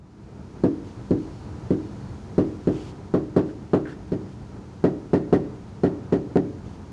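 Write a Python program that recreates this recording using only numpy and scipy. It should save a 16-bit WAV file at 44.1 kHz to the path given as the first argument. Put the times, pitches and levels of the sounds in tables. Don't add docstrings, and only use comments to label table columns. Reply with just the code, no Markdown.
import sys
import numpy as np
from scipy import signal
from scipy.fft import rfft, irfft
from scipy.io import wavfile

SR = 44100
rng = np.random.default_rng(int(sys.argv[2]) if len(sys.argv) > 2 else 0)


def output_pcm(signal):
    pcm = np.clip(np.atleast_2d(signal).T, -1, 1) * 32767
    wavfile.write(sys.argv[1], SR, np.round(pcm).astype(np.int16))


N = 305172
TIME = np.arange(N) / SR


def amp(db):
    return 10 ** (np.asarray(db) / 20)


def unit(x):
    return x / np.sqrt(np.mean(x ** 2) + 1e-20)


def unit_hit(x):
    return x / np.sqrt(np.mean(x[:2000] ** 2) + 1e-20)


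def read(points, hz):
    f, value = np.transpose(points)
    return np.interp(np.log(hz + 1), np.log(f), value)


def add(mix, start_s, sound):
    part = mix[max(round(start_s * SR), 0):][:len(sound)]
    part += sound[:len(part)]


def coloured(x, spectrum, size=4096):
    log_gain = np.log(amp(read(spectrum, abs(np.fft.fftfreq(size, 1 / SR)))))
    impulse = np.fft.ifft(np.exp(np.conj(signal.hilbert(log_gain)))).real
    return signal.oaconvolve(x, impulse)[:len(x)]


def pen_landings(knock_db=-3, tick_db=-42, buzz_db=-1, buzz_fall_db=24, loose_place=0.76):
    # t/s, weight/dB, hardness/dB
    landings = [(0.6369, -15.5, -29.5), (1.1077, -16.5, -38.5), (1.7058, -17.5, -37.5),
                (2.3801, -15.5, -28), (2.6721, -17, -33), (3.139, -17, -27), (3.364, -15, -24.5),
                (3.7334, -16, -23.5), (4.1194, -22, -37.5), (4.84, -15, -25), (5.1328, -15, -25.5),
                (5.3267, -14, -23), (5.835, -15.5, -28), (6.1241, -16.5, -28), (6.3568, -15, -28)]
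    out, t = np.zeros(N), np.arange(SR * 3 // 4) / SR
    left, right = rng.standard_normal((2, len(t)))
    for start_s, weight_db, hardness_db in landings:
        place = start_s / TIME[-1]
        rattle_db = -48.5 + 0.55 * (weight_db + 17) + 0.43 * (hardness_db + 30) + 4.5 * (place - 0.5)
        distance_db = -buzz_fall_db * abs(place - loose_place)
        swing = unit_hit(early_returns(boom(t, place, hardness_db)))
        waves = np.cos(np.pi * place) * left + np.sin(np.pi * place) * right
        waves += rng.standard_normal(len(t))
        add(out, start_s, amp(weight_db) * swing)
        add(out, start_s, amp(weight_db + tick_db) * tick(t))
        add(out, start_s, amp(hardness_db + knock_db) * knock(t, waves, place, hardness_db))
        add(out, start_s, amp(rattle_db) * rattle(t, swing))
        add(out, start_s, amp(rattle_db + buzz_db + distance_db) * buzz(t))
    return out


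def boom(t, place, hardness_db, rise_s=0.00076):
    # f/Hz, t60/s, level at line start/dB, level at line end/dB
    modes = [(101.8, 0.27, -28, -25), (111.4, 0.31, -9.5, -16), (143.9, 0.69, -30.5, -24.5),
             (158.3, 0.26, -25, -26.5), (182, 0.33, -24.5, -12), (195.2, 0.15, -6.5, -13),
             (226.6, 0.36, -21.5, -28), (252.7, 0.39, -23.5, -15.5), (276.2, 0.31, -3, -36.5),
             (288.6, 0.21, -18, -2), (300, 0.62, -4.5, -9), (319.6, 0.37, -2, -10.5),
             (338.5, 0.26, -22, -14), (360.4, 0.23, -14, -15), (380.5, 0.11, -12.5, -4),
             (410.6, 0.3, -20, -18.5), (420.1, 0.3, -12.5, -5.5), (437, 0.18, -31.5, -35),
             (471.6, 0.4, -9.5, -32.5), (490.5, 0.42, -31.5, -25), (560.2, 0.48, -34.5, -22.5),
             (653, 0.17, -17, -11), (758, 0.4, -36, -37.5)]
    hz, t60_s, start_db, end_db = np.transpose(modes)[:, :, None]
    level_db = start_db + place * (end_db - start_db) - 60 * t / t60_s
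    ring = -(amp(level_db) * np.sin(2 * np.pi * hz * t)).sum(0) * (1 - np.exp(-t / rise_s))
    contact_s = 0.00032 * amp(-0.6 * (hardness_db + 28.5))
    push = np.exp(-t / contact_s)
    return unit_hit(signal.fftconvolve(ring, push)[:len(t)])


def knock(t, waves, place, hardness_db, t60_s=0.17, rise_s=0.0032):
    # f/Hz, level/dB
    mid_spectrum = [(40, -25), (80, -7.5), (150, -10), (300, -14.5), (430, 5), (540, -1.5), (680, 3.5),
                    (920, -4), (1150, -6), (1450, -12.5), (2000, -27.5), (3000, -55.5)]
    edge_spectrum = [(40, -21), (80, -4), (150, -14), (300, -9), (420, 7), (505, -5), (730, 2.5), (830, -3),
                     (950, -5.5), (1080, -11.5), (1400, -11), (2000, -32.5), (3000, -60.5)]
    drive = waves * amp(-60 * t / t60_s) * (1 - np.exp(-t / rise_s))
    drive[0] -= 17
    edge = np.clip((place - 0.56) / 0.11, 0, 1)
    hz = np.geomspace(40, 3000, 80)
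    tilt_db = 0.14 * (hardness_db + 27) * np.log2(np.maximum(hz / 600, 1))
    colour_db = (1 - edge) * read(mid_spectrum, hz) + edge * read(edge_spectrum, hz) + tilt_db
    return unit_hit(coloured(drive, np.c_[hz, colour_db]))


def rattle(t, swing, decay_s=0.046, rise_s=0.0013, grain=0.65):
    # f/Hz, level/dB
    spectrum = [(900, -6.5), (1450, 4.5), (1850, 1), (2200, -4.5), (2700, -4), (3700, -9), (4300, -10),
                (5200, -13), (7000, -18.5), (9000, -26), (11300, -34.5), (12500, -63.5)]
    contact = 1 + np.maximum(unit_hit(swing), 0)
    clicks = rng.standard_normal(len(t)) * np.exp(grain * rng.standard_normal(len(t)))
    envelope = np.exp(-(t / decay_s) ** 2) * (1 - np.exp(-t / rise_s))
    return unit_hit(coloured(clicks * contact * envelope, spectrum))


def buzz(t, band_hz=(1775, 1965), crest_s=0.019, spread_s=0.02):
    shake = rng.standard_normal(len(t)) * np.exp(-((t - crest_s) / spread_s) ** 2)
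    resonance = signal.butter(2, band_hz, "band", fs=SR)
    return unit_hit(signal.lfilter(*resonance, shake))


def tick(t, decay_s=0.0038):
    # f/Hz, level/dB
    spectrum = [(1000, -22.5), (2000, -2.5), (3850, -18.5), (4250, 4.5), (4700, -14.5), (7000, -14),
                (10000, -26.5), (12500, -51)]
    burst = rng.standard_normal(len(t)) * np.exp(-t / decay_s)
    return unit_hit(coloured(burst, spectrum))


def sliding(grain=0.31, squeak_hz=4300, squeak_width_hz=250):
    # t/s, length/s, level/dB
    strokes = [(0.832, .1, -61.5), (1.144, .38, -65.5), (1.736, 0.46, -74), (2.63, 0.035, -64),
               (2.692, 0.25, -52.5), (3.45, .08, -62.5), (3.862, 0.082, -56), (4.072, 0.03, -63),
               (4.272, .081, -65), (6.627, 0.16, -62.5)]
    # f/Hz, level/dB
    spectrum = [(900, 1.5), (1700, -5.5), (3000, 3), (5000, -6), (7000, -8), (9500, -17.5), (11500, -24),
                (13000, -44)]
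    out = np.zeros(N)
    tip = signal.iirpeak(squeak_hz, squeak_hz / squeak_width_hz, SR)
    for start_s, length_s, level_db in strokes:
        noise, roughness = rng.standard_normal((2, SR))[:, :int(length_s * SR)]
        friction = noise * np.exp(grain * roughness)
        rub = amp(level_db) * unit(coloured(friction, spectrum))
        squeak_db = -71 + 0.3 * (level_db + 59.5) + 4.5 * np.log2(length_s / 0.22)
        squeak = amp(squeak_db) * unit(signal.lfilter(*tip, friction))
        add(out, start_s, (rub + squeak) * signal.windows.tukey(len(rub), 0.4))
    return out


def scraping(band_hz=(1265, 1815), gap_s=0.018, jitter_s=0.0016, t60_s=0.089, fall_db_per_s=97):
    # t/s, length/s, relative level/dB
    scrapes = [(3.484, .035, -51), (3.852, .08, -40.5)]
    out, t = np.zeros(N), np.arange(SR // 10) / SR
    barrel = signal.butter(2, band_hz, "band", fs=SR)
    for start_s, length_s, level_db in scrapes:
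        for delay_s in np.arange(0, length_s, gap_s):
            slip = rng.standard_normal(len(t)) * amp(-60 * t / t60_s)
            catch_db = level_db - 7 - fall_db_per_s * delay_s
            catch = amp(catch_db) * unit_hit(signal.lfilter(*barrel, slip))
            add(out, start_s + delay_s + jitter_s * rng.standard_normal(), catch)
    return out


def early_returns(x):
    # delay/s, level/dB
    reflections = [(0.0052, 3.5), (0.0132, -2.5), (0.0205, -19.5), (0.0274, -9.5), (0.0443, -12)]
    out = x.copy()
    for delay_s, level_db in reflections:
        add(out, delay_s, amp(level_db) * x)
    return out


def room(x, gap_s=0.029, rise_s=0.017):
    # f/Hz, t60/s
    decay = [(100, 0.59), (400, 0.61), (1000, 0.43), (3000, 0.57), (9000, .2)]
    hz, t, bins = signal.stft(rng.standard_normal(SR), SR, nperseg=256)
    tail = signal.istft(bins * amp(-60 * t / read(decay, hz)[:, None]), SR, nperseg=256)[1]
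    tail *= np.clip((np.arange(len(tail)) / SR - gap_s) / rise_s, 0, 1)
    low_band = abs(rfft(tail, SR))[100:1000]
    return signal.fftconvolve(x, tail)[:N] / np.sqrt(np.mean(low_band ** 2))


def background(vent_db=-36.5, hiss_db=-59, whine_db=-82.5, whine_hz=8000, swell_s=0.36):
    # f/Hz, level/dB
    vent_spectrum = [(12, -59), (20, -36.5), (48, -6.5), (117, 0.5), (164, -7), (200, -0.5), (238, -10),
                     (302, -8.5), (390, -13.5), (430, -12.5), (544, -21), (1000, -21.5), (1060, -27.5),
                     (1290, -26), (2200, -40), (2860, -50.5), (4840, -120)]
    hiss_spectrum = [(1200, -3.5), (2200, 0.5), (3600, -2), (4300, -1.5), (5200, -2.5), (7000, -4.5),
                     (8000, -13), (9000, -10.5), (10500, -19), (12000, -27.5), (13000, -56)]
    hz = np.fft.rfftfreq(N, 1 / SR)
    vent = shaped_noise(amp(read(vent_spectrum, hz)))
    hiss = shaped_noise(amp(read(hiss_spectrum, hz)))
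    waver_db = shaped_noise(hz < 8)
    whine = np.sqrt(2) * np.sin(2 * np.pi * whine_hz * TIME)
    hush = np.exp(-TIME / swell_s)
    rumble = amp(vent_db + waver_db - 12.5 * hush) * vent
    electronics = (amp(hiss_db) * hiss + amp(whine_db) * whine) * amp(-13.5 * hush)
    ease_db = -2.5 * (1 + np.tanh((TIME - 2.82) / 0.3)) / 2
    return (rumble + electronics) * amp(ease_db)


def shaped_noise(gain):
    return unit(irfft(rfft(rng.standard_normal(N)) * gain, N))


def scene(room_db=-16, low_cut_hz=85):
    low_cut = signal.butter(2, low_cut_hz, "high", fs=SR)
    pen = signal.lfilter(*low_cut, pen_landings() + sliding() + scraping())
    return (pen + amp(room_db) * room(pen) + background())[None]


def record(dry):
    low_pass = signal.firwin(511, 12600, window=("kaiser", 9), fs=SR)
    return signal.oaconvolve(dry, low_pass[None], "same")


dry = scene()
out = record(dry)
output_pcm(out)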